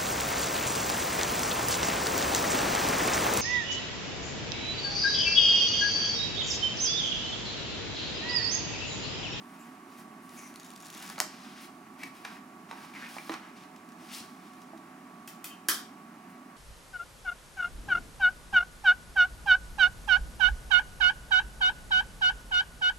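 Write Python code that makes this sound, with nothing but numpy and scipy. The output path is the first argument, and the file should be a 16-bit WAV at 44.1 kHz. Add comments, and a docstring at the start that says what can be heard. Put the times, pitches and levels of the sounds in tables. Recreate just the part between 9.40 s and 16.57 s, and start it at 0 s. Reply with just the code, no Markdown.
"""First comes the soft rub of leather over the hum of a fan in a small room: a book is being worked
into a leather cover on a table. Leather and paper catch and slip, so they rasp, creak and tick.
A stiff board snaps into place, and the book knocks softly as it is closed. Then a thin, stiff
bookmark clicks twice and is laid on the table with a sharp clack, ringing briefly after each touch."""
import sys
import numpy as np
from scipy import signal
from scipy.fft import rfft, irfft
from scipy.io import wavfile

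SR = 44100
rng = np.random.default_rng(int(sys.argv[2]) if len(sys.argv) > 2 else 0)


def master_out(mix):
    """Clip the mix to full scale and print it as 16-bit PCM to the path in sys.argv[1]."""
    frames = np.transpose(np.atleast_2d(mix))
    ceiling = np.clip(frames, -1, 1)
    pcm = np.round(ceiling * 32767).astype(np.int16)
    wavfile.write(sys.argv[1], SR, pcm)


N = 316020

# how long the room's echo takes to fade by 60 dB: (frequency [Hz], fade time [s])
ROOM_FADE = [(800, .38), (2000, .32), (3200, .36), (5500, .34), (9000, .28), (15000, .22)]
# tone colour of the fan's rushing air: (frequency [Hz], level [dB])
FAN_COLOUR = [(30, -32), (70, -33), (100, -15.5), (130, -16), (170, -1), (240, 2.5), (320, -2.5), (400, -7),
              (490, -23), (620, -10.5), (760, -10.5), (950, -12.5), (1130, -8.5), (1500, -18),
              (2200, -21.5), (3200, -28.5), (10000, -31.5), (16000, -39.5)]
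# the fan's humming notes: (frequency [Hz], level [dB])
FAN_NOTES = [(236, -66), (259, -63), (737, -65.5), (1130, -61.5), (1346, -75.5)]

# hand and pages sliding over the cover:
# (start [s], length [s], leather level [dB], paper level [dB], paper's top octave over the rest [dB])
SLIDES = [(0, .33, -64, -67, 4), (.48, 0.12, -67, -65, 1), (0.57, .045, -60.5, -59, 7),
          (.825, .04, -67, -65.5, 14), (0.895, 0.21, -64, -60.5, 6), (1.133, 1, -72, -72, 12),
          (1.424, .09, -60, -62, 0), (1.54, 0.19, -53, -53.5, -1), (1.904, .35, -59, -60.5, -11.5),
          (2.206, .044, -70, -53.5, 3), (2.587, 0.087, -60, -58.5, -2), (2.741, 0.083, -58, -60.5, 1),
          (2.842, 0.12, -53.5, -60, -4), (3.295, .24, -56.5, -61, -3.5), (3.548, 0.12, -50, -55.5, -6),
          (3.68, 0.26, -58.5, -55, .5), (3.919, 0.043, -45, -56.5, -6), (4.019, 0.079, -53.5, -70, -15),
          (4.155, .085, -60, -64, -10), (4.597, 0.35, -64, -61, -1), (4.69, 0.04, -55.5, -55.5, -11),
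          (4.722, 0.064, -58, -46.5, 2.5), (4.964, 0.27, -78, -68, -2), (6.884, .031, -72, -73, 18)]
# tone colour of rubbed leather: (frequency [Hz], level [dB])
LEATHER_COLOUR = [(150, -30), (450, -19.5), (750, 0), (1100, 3.5), (1650, 2), (2300, -1.5), (3000, -8),
                  (5500, -59)]
# tone colour of sliding paper: (frequency [Hz], level [dB])
PAPER_COLOUR = [(600, -22.5), (2200, -0.5), (3400, -1.5), (5500, -2.5), (7800, -8.5), (9800, -5.5),
                (12000, -9.5), (16000, -13)]
# a fingertip brushing the page edges: (start [s], length [s], level [dB], pitch [factor])
BRUSHES = [(.19, .04, -61, 1.2), (.974, .026, -49.5, 1.04), (1.02, .06, -54, .98)]
# bands of that brushing, before the pitch factor: (centre [Hz], width [Hz], level [dB])
FINGERTIP_BANDS = [(2200, 490, 6), (6200, 1300, 1), (9700, 1600, -7)]
# leather creaking as it bends: (start [s], length [s], level [dB], first pitch [Hz], last pitch [Hz])
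LEATHER_CREAKS = [(2.597, .04, -47.5, 2100, 2250), (3.555, .024, -46.5, 2200, 2100),
                  (3.625, .042, -48.5, 1600, 2400)]
# the cover's flap scraping over the page edges: (start [s], length [s], level [dB])
FLAP_SCRAPES = [(4.739, .015, -42.5), (4.78, .026, -48)]
# bands of that scraping: (centre [Hz], width [Hz], level [dB])
FLAP_BANDS = [(3260, 490, -2), (4300, 900, -2), (5600, 2000, -7), (7500, 2600, -8), (9800, 1200, -6)]
# the loudest page edges flicking past one another: (time [s], level [dB])
PAGE_FLICKS = [(.893, -52.5), (1.1412, -55), (1.1587, -46), (1.1986, -47.5), (1.2315, -51), (1.2624, -55),
               (1.3043, -49), (1.3363, -54), (1.3617, -48.5), (1.4041, -51), (1.4241, -50), (1.457, -50.5),
               (1.462, -49.5), (1.4839, -52.5), (1.5014, -45), (1.5413, -48), (1.549, -48.5), (1.5722, -49),
               (1.578, -46.5), (1.6271, -46), (1.664, -48), (1.677, -47.5), (1.6996, -41), (1.789, -42)]
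# tone colour of a flick: (frequency [Hz], level [dB])
FLICK_COLOUR = [(400, -14), (1500, -4), (3800, 1), (6000, 1), (8000, -3), (10000, -2), (16000, -13)]
# leather ticking as it flexes: (time [s], level [dB])
LEATHER_TICKS = [(3.69, -49), (4.362, -52.5), (4.4892, -54), (4.5204, -54.5), (5.1342, -57), (5.218, -53.5),
                 (5.3764, -55.5)]
# tone colour of a tick: (frequency [Hz], level [dB])
TICK_COLOUR = [(400, -8), (2200, 5), (3100, -2), (4300, 0), (10000, -8), (16000, -16)]

# two last page flicks with a short note, then book and cover knocking on hand and table:
# (time [s], click level [dB], brightness [dB per octave], note [Hz], note level [dB])
TAPS = [(1.701, -44, -2, 1450, -41), (1.759, -46, 0, 2500, -48), (1.7805, -36, -1, 1330, -35),
        (2.634, -40.5, 4, 2260, -29.5), (2.8495, -35, -1.2, 2330, -33.5), (3.312, -40, -.5, 930, -29),
        (3.329, -49, -2, 900, -37), (3.538, -52, 0, 2350, -42.5), (3.7665, -39.5, -2.5, 860, -30.5),
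        (3.784, -42, -.5, 2330, -33), (3.895, -35, -2.5, 1200, -28), (3.919, -41.5, 0, 1600, -39),
        (3.939, -36.5, -1.5, 1400, -33.5)]
# tone colour of those taps: (frequency [Hz], level [dB])
TAP_COLOUR = [(200, -18), (500, -12), (750, -2), (1400, 0), (2200, -1), (3000, -8), (4300, -6), (8000, -18),
              (16000, -29)]
# close notes of a tapped spot: (pitch [ratio to the tap's note], level [dB])
SPOT_NOTES = [(.86, -10), (1, 0), (1.14, -9)]
# dull thumps of the book, the first as it closes just before the board snaps: # (time [s], thud level [dB],
# hollow note [Hz], note level [dB])
BOOK_THUMPS = [(1.781, -43, 300, -46), (2.635, -50, 285, -36), (3.767, -47, 300, -48),
               (3.8955, -35, 330, -31), (4.8, -54, 125, -46), (5.333, -40.5, 340, -43)]
# tone colour of a thud: (frequency [Hz], level [dB])
THUD_COLOUR = [(60, -28), (150, -16), (300, 7.5), (400, 4.5), (550, -3.5), (800, 5), (1400, -53.5)]
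# the board snapping home and rattling: (time [s], level [dB])
BOARD_SNAPS = [(1.8024, -20.3), (1.805, -34.5), (1.8121, -35), (1.819, -38)]
# tone colour of a snap: (frequency [Hz], level [dB])
SNAP_COLOUR = [(100, -15), (300, -4), (500, -7), (800, -1), (1900, -2), (2600, -9), (3400, -1), (4200, 2),
               (7500, -3.5), (11000, -5), (16000, -16)]
# the book's hollow notes after the snap: (frequency [Hz], level [dB], fade time [s])
HOLLOW_NOTES = [(350, -40, .05), (612, -37.5, .12), (781, -35, .12), (1080, -40, .17), (1507, -40, .17)]

# the bookmark's edge skidding on the table: (start [s], length [s], level [dB])
EDGE_SKIDS = [(6.055, .04, -63), (6.108, .02, -51.5)]
# notes that sing in a skid: (frequency [Hz], level [dB])
SINGING_NOTES = [(2557, -5), (2792, -3), (3095, 0)]
# the bookmark touching down:
# (time [s], level [dB], brightness [dB per octave], edge note [Hz], note level [dB])
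TOUCHES = [(5.8758, -45.7, 1.5, 2600, -42), (6.0425, -39.5, 1.7, 2520, -37.5),
           (6.2856, -22.7, 0, 3150, -28)]
# tone colour of a touch: (frequency [Hz], level [dB])
TOUCH_COLOUR = [(100, -20), (340, -3), (500, -16), (650, -7.5), (900, -7), (1350, 3), (1650, 4), (2050, 4),
                (2650, -7), (3200, 3), (3900, -1.5), (5200, 1), (7500, -1.5), (10500, 0), (12500, -4),
                (13800, 2.5), (16000, -7)]
# quick bounces within each touch: (delay [s], added level [dB], added brightness [dB per octave])
BOUNCES = [(0, 0, .5), (.0017, -1, -1.5), (.0032, -2, 0), (.0105, -6, .5)]
# the bookmark's own ringing notes: (frequency [Hz], level [dB])
BOOKMARK_NOTES = [(1421, -4), (1751, 1), (1986, -1), (2540, -8), (3058, 0), (3095, -1), (3444, -7),
                  (4802, -5), (4997, -4), (5430, -7), (8084, -6), (8950, -6), (9868, -7), (10644, -7),
                  (13350, -7), (13584, -4), (13950, -6)]
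# how long those notes take to fade by 60 dB: (frequency [Hz], fade time [s])
BOOKMARK_FADE = [(3000, .25), (14000, .19)]

# how far the left microphone leads the right: (frequency [Hz], phase [radians])
MIC_LEAD = [(100, 0), (300, .15), (600, .7), (1200, .95), (2500, .55), (5000, .22), (10000, .06)]
# how much louder the left microphone is than the right: (frequency [Hz], level [dB])
MIC_BALANCE = [(100, -2), (300, -2), (550, -4), (900, -8.5), (1500, -1.5), (4000, 2), (14000, 0)]
# stereo width, as the gain of the left-minus-right signal: (frequency [Hz], gain [dB])
MIC_WIDTH = [(40, 4), (130, -21.5), (300, -33), (600, -14), (2000, -2), (14000, -6)]


def amp(db):
    """Turns decibels into a gain."""
    return 10 ** (np.asarray(db) / 20)


def unit(x):
    """Scales a signal to an average strength (rms) of 1."""
    return x / np.sqrt(np.mean(x ** 2) + 1e-20)


def read(points, hz):
    """Reads between the rows of a table, on a log-frequency axis."""
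    f, value = np.transpose(points)
    return np.interp(np.log(hz + 1), np.log(f + 1), value)


def add(mix, s, sound):
    """Mixes a sound in at s seconds."""
    part = mix[max(0, round(s * SR)):][:len(sound)]
    part += sound[:len(part)]


def shaped(x, colour):
    """Gives a long signal a tone colour, at rms 1."""
    return unit(irfft(rfft(x) * amp(read(colour, np.fft.rfftfreq(N, 1 / SR))), N))


def resonances(x, bands):
    """Passes friction through a few broad ringing bands, at rms 1."""
    hz = np.fft.rfftfreq(N, 1 / SR)
    body = sum(amp(db) / (1 + (2 * (hz - centre) / width) ** 2) for centre, width, db in bands)
    return unit(irfft(rfft(x) * body, N))


def gliding(x, hz, width_hz):
    """Passes a signal through one ringing band that follows the pitch curve hz, at rms 1."""
    turn = np.exp(2j * np.pi * np.cumsum(hz) / SR)
    r = np.exp(-np.pi * width_hz / SR)
    return unit((turn * signal.lfilter([1], [1, -2 * r, r * r], x / turn)).real)


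def drift(rate_hz):
    """A random wobble of rms 1: chance values joined by straight lines."""
    values = rng.standard_normal(4096)
    return unit(np.interp(2 * rate_hz * np.arange(N) / SR, np.arange(len(values)), values))


def wavering(notes, wobble_db, level_rate_hz, phase_rate_hz):
    """Held notes that each wobble in loudness and pitch."""
    t, out = np.arange(N) / SR, np.zeros(N)
    for hz, db in notes:
        level = amp(db + wobble_db * drift(level_rate_hz))
        out += level * np.sin(2 * np.pi * hz * t + .7 * drift(phase_rate_hz))
    return out


def fade(t, fade_s):
    """A gain that falls by 60 dB every fade_s seconds."""
    return np.exp(-np.log(1000) * t / fade_s)


def ring(hz, fade_s, rise_cycles=.38):
    """One struck note that builds up within a cycle or so and dies away."""
    t = np.arange(SR // 2) / SR
    rise = 1 - np.exp(-(t * hz / rise_cycles) ** 2)
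    return rise * fade(t, fade_s) * np.sin(2 * np.pi * hz * t)


def sized(x):
    """Gives a hit the energy of 4 ms at rms 1."""
    return x * np.sqrt(.004 * SR / np.sum(x ** 2))


def hit(colour, scuff_s, scuff, tilt=0, note_hz=1000, note_db=0, size=4096):
    """A sharp push and a short scuff of noise, given a tone colour and, if asked, one boosted note."""
    hz, t = np.fft.rfftfreq(size, 1 / SR), np.arange(size) / SR
    gain_db = read(colour, hz) + tilt * np.log2(np.maximum(hz, 500) / 2000)
    gain_db += note_db / (1 + ((hz / note_hz - 1) / .13) ** 2)
    gain_db -= 30 / (1 + (hz / 85) ** 4)  # small things give off no deep bass
    log_gain = np.log(amp(gain_db))
    mirrored = np.r_[log_gain, log_gain[-2:0:-1]]
    response = np.exp(np.conj(signal.hilbert(mirrored)))[:len(hz)]  # nothing sounds before the push
    force = rng.standard_normal(size) * fade(t, scuff_s)
    force *= scuff / np.linalg.norm(force)
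    force[0] += 1  # the push
    return sized(irfft(rfft(force) * response))


def friction(per_s, spread_db, hiss):
    """Surfaces catch and let go: random slips of uneven size over a smooth hiss."""
    size = amp(spread_db * np.minimum(rng.exponential(1, N), 4))
    slips = size * rng.choice([-1, 1], N) * (rng.random(N) < per_s / SR)
    return unit(unit(slips) + hiss * rng.standard_normal(N))


def stroke(start, length, change_db=-2, let_go_s=.017):
    """Loudness of one slide: it eases in, changes by change_db on the way and dies once let go."""
    t = np.arange(N) / SR - start
    attack = .5 + .5 * np.tanh(2 * t / (.0084 + .2 * length))  # longer slides start more gently
    hold = amp(change_db * (np.clip(t / length, 0, 1) - .5))
    release = np.exp(-np.clip((t - length) / let_go_s, 0, 20))
    return attack * hold * release


def room(x, echo_db, left_db):
    """The direct sound, placed left or right, plus a wash of echo whose treble dies first."""
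    hz, t, noise = signal.stft(rng.standard_normal((2, SR // 2)), SR, nperseg=256)
    tail = signal.istft(noise * fade(t, read(ROOM_FADE, hz)[:, None]), SR, nperseg=256)[1]
    tail *= 1 - np.exp(-(np.arange(tail.shape[1]) / SR / .0054) ** 2)  # echoes take a moment to arrive
    echo = signal.fftconvolve(x[None], tail / np.linalg.norm(tail[0]), axes=1)[:, :N]
    return x * amp([[left_db / 2], [-left_db / 2]]) + amp(echo_db) * echo


def fan():
    """A steady rush of air with a few slightly wavering notes."""
    air = amp(-48.5) * shaped(rng.standard_normal((2, N)), FAN_COLOUR)
    hum = wavering(FAN_NOTES, wobble_db=1.5, level_rate_hz=8, phase_rate_hz=6)
    return air + np.sqrt(2) * hum


def rubbing(holding_db=-63, split_hz=7500):
    """Leather rasps and paper hisses under an unsteady hand."""
    leather_power, low_power, top_power = np.zeros((3, N))
    for start, length, leather_db, paper_db, lift_db in SLIDES:
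        power = stroke(start, length) ** 2
        leather_power += power * amp(leather_db) ** 2
        low_power += power * amp(paper_db - lift_db / 2) ** 2
        top_power += power * amp(paper_db + lift_db / 2) ** 2
    leather_power += amp(holding_db) ** 2  # held leather rubs faintly all the time
    grip_db = 1.66 * drift(rate_hz=20)
    leather = shaped(friction(per_s=1400, spread_db=3, hiss=1), LEATHER_COLOUR)
    paper = shaped(friction(per_s=2600, spread_db=2, hiss=.91), PAPER_COLOUR)
    low = signal.sosfiltfilt(signal.butter(2, split_hz, fs=SR, output="sos"), paper)
    paper_slide = np.sqrt(low_power) * low + np.sqrt(top_power) * (paper - low)
    return amp(grip_db) * (np.sqrt(leather_power) * leather + paper_slide)


def brushing():
    """A fingertip drags over the page edges, each brush at its own pitch."""
    out, slips = np.zeros(N), friction(per_s=1400, spread_db=4, hiss=.83)
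    for start, length, db, pitch in BRUSHES:
        bands = [(hz * pitch, width, band_db) for hz, width, band_db in FINGERTIP_BANDS]
        out += amp(db) * stroke(start, length, let_go_s=.0075) * resonances(slips, bands)
    return out


def creaking():
    """Bent leather slips in small jerks that ring briefly, at a pitch that follows the bend."""
    t, out = np.arange(N) / SR, np.zeros(N)
    slips = friction(per_s=420, spread_db=6.5, hiss=.59)
    for start, length, db, first_hz, last_hz in LEATHER_CREAKS:
        hz = np.interp(t, [start, start + length], [first_hz, last_hz])
        out += amp(db) * stroke(start, length, let_go_s=.0045) * gliding(slips, hz, width_hz=850)
    return out


def scraping():
    """The flap catches on one page edge after another: a short, grainy rasp."""
    level = sum(amp(db) * stroke(start, length, let_go_s=.007) for start, length, db in FLAP_SCRAPES)
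    return level * resonances(friction(per_s=1200, spread_db=3, hiss=.4), FLAP_BANDS)


def fanning_pages():
    """Page edges catch on one another and let go with tiny snaps, in one run that grows louder."""
    level = amp(-59.5) * stroke(start=1.15, length=.56, change_db=7, let_go_s=.03)
    catches = friction(per_s=110, spread_db=3, hiss=0)
    flick = hit(FLICK_COLOUR, scuff_s=.012, scuff=3)
    return level * unit(signal.oaconvolve(catches, flick)[:N])


def flicks_and_ticks():
    """Bent pages flick free, each with its own note, and the leather ticks as it flexes."""
    out = np.zeros(N)
    for s, db in PAGE_FLICKS:
        note_hz = rng.uniform(3500, 9000)
        add(out, s, amp(db) * hit(FLICK_COLOUR, scuff_s=.014, scuff=2.5, note_hz=note_hz, note_db=6))
    for s, db in LEATHER_TICKS:
        add(out, s, amp(db) * hit(TICK_COLOUR, scuff_s=.03, scuff=3))
    return out


def taps_and_bumps():
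    """Two last page flicks, then the book's knocks, click and ring briefly; the book thumps hollowly."""
    out = np.zeros(N)
    for s, db, tilt, note_hz, note_db in TAPS:
        add(out, s, amp(db) * hit(TAP_COLOUR, scuff_s=.03, scuff=3.5, tilt=tilt))
        for ratio, spot_db in SPOT_NOTES:
            add(out, s, amp(note_db + spot_db) * ring(note_hz * ratio, fade_s=.028))
    for s, db, note_hz, note_db in BOOK_THUMPS:
        add(out, s, amp(db) * hit(THUD_COLOUR, scuff_s=.021, scuff=2.9))
        add(out, s, amp(note_db) * ring(note_hz, fade_s=.082, rise_cycles=1))
    return out


def board_snap():
    """The stiff board lets go with one dry crack, and the book under it sounds hollow."""
    out = np.zeros(N)
    for s, db in BOARD_SNAPS:
        add(out, s, amp(db) * hit(SNAP_COLOUR, scuff_s=.004, scuff=.9, note_hz=5200, note_db=3))
    for hz, db, fade_s in HOLLOW_NOTES:
        add(out, BOARD_SNAPS[0][0], amp(db) * ring(hz, fade_s))
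    return out


def bookmark_skid():
    """The sliding edge sets a few rough, wavering notes singing."""
    level = sum(amp(db) * stroke(start, length, let_go_s=.035) for start, length, db in EDGE_SKIDS)
    return level * wavering(SINGING_NOTES, wobble_db=2.5, level_rate_hz=70, phase_rate_hz=70)


def bookmark_ring():
    """The thin bookmark rings with many high notes after each touch."""
    out, t = np.zeros(N), np.arange(SR // 2) / SR
    hz, note_db = np.transpose(BOOKMARK_NOTES)[:, :, None]
    dying = fade(t, read(BOOKMARK_FADE, hz))
    for s, db, tilt, _, _ in TOUCHES:
        level = amp(note_db + tilt * np.log2(hz / hz[0])) * dying
        notes = level * np.sin(2 * np.pi * (hz * t + rng.random(hz.shape)))
        add(out, s, amp(db) * sized(notes.sum(0)))
    return out


def bookmark_clicks(left_db=-1.5):
    """Each touch is a burst of hard clicks from different spots, with a woody note from the edge."""
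    out, edge = np.zeros((2, N)), np.zeros(N)
    for delay, bounce_db, bounce_tilt in BOUNCES:
        spot = np.zeros(N)
        for s, db, tilt, _, _ in TOUCHES:
            click = hit(TOUCH_COLOUR, scuff_s=.016, scuff=2.2, tilt=tilt + bounce_tilt)
            add(spot, s + delay, amp(db + bounce_db) * click)
        out += room(spot, echo_db=3, left_db=left_db)  # each spot has its own echo
    for s, _, _, note_hz, note_db in TOUCHES:
        add(edge, s + .002, amp(note_db) * ring(note_hz, fade_s=.03))
    return out + room(edge, echo_db=0, left_db=left_db)


def scene():
    """Hands and book a little to the left, the bookmark's clicks to the right, the fan all round."""
    snap = room(board_snap(), echo_db=-6.2, left_db=1.2)
    handling = rubbing() + brushing() + creaking() + scraping() + fanning_pages()
    hands = room(handling, echo_db=-3.5, left_db=2.5)
    taps = room(flicks_and_ticks() + taps_and_bumps(), echo_db=-4.5, left_db=2.5)
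    bookmark = bookmark_clicks() + amp(-4.5) * bookmark_ring() + bookmark_skid()
    return hands + taps + snap + bookmark + fan()


def record(dry):
    """Two close microphones: narrow stereo, the left leading in the midrange, the top treble cut off."""
    hz = np.fft.rfftfreq(N, 1 / SR)
    left, right = rfft(dry)
    mid = (left + right) / 2
    side = (left - right) / 2 * amp(read(MIC_WIDTH, hz))
    lean = amp(read(MIC_BALANCE, hz) / 2) * np.exp(1j * read(MIC_LEAD, hz) / 2)
    pair = irfft(np.array([(mid + side) * lean, (mid - side) / lean]), N)
    treble_cut = signal.firwin(511, cutoff=16000, window=("kaiser", 9), fs=SR)
    return signal.oaconvolve(pair, treble_cut[None], "same")


dry = scene()
out = record(dry)
master_out(out)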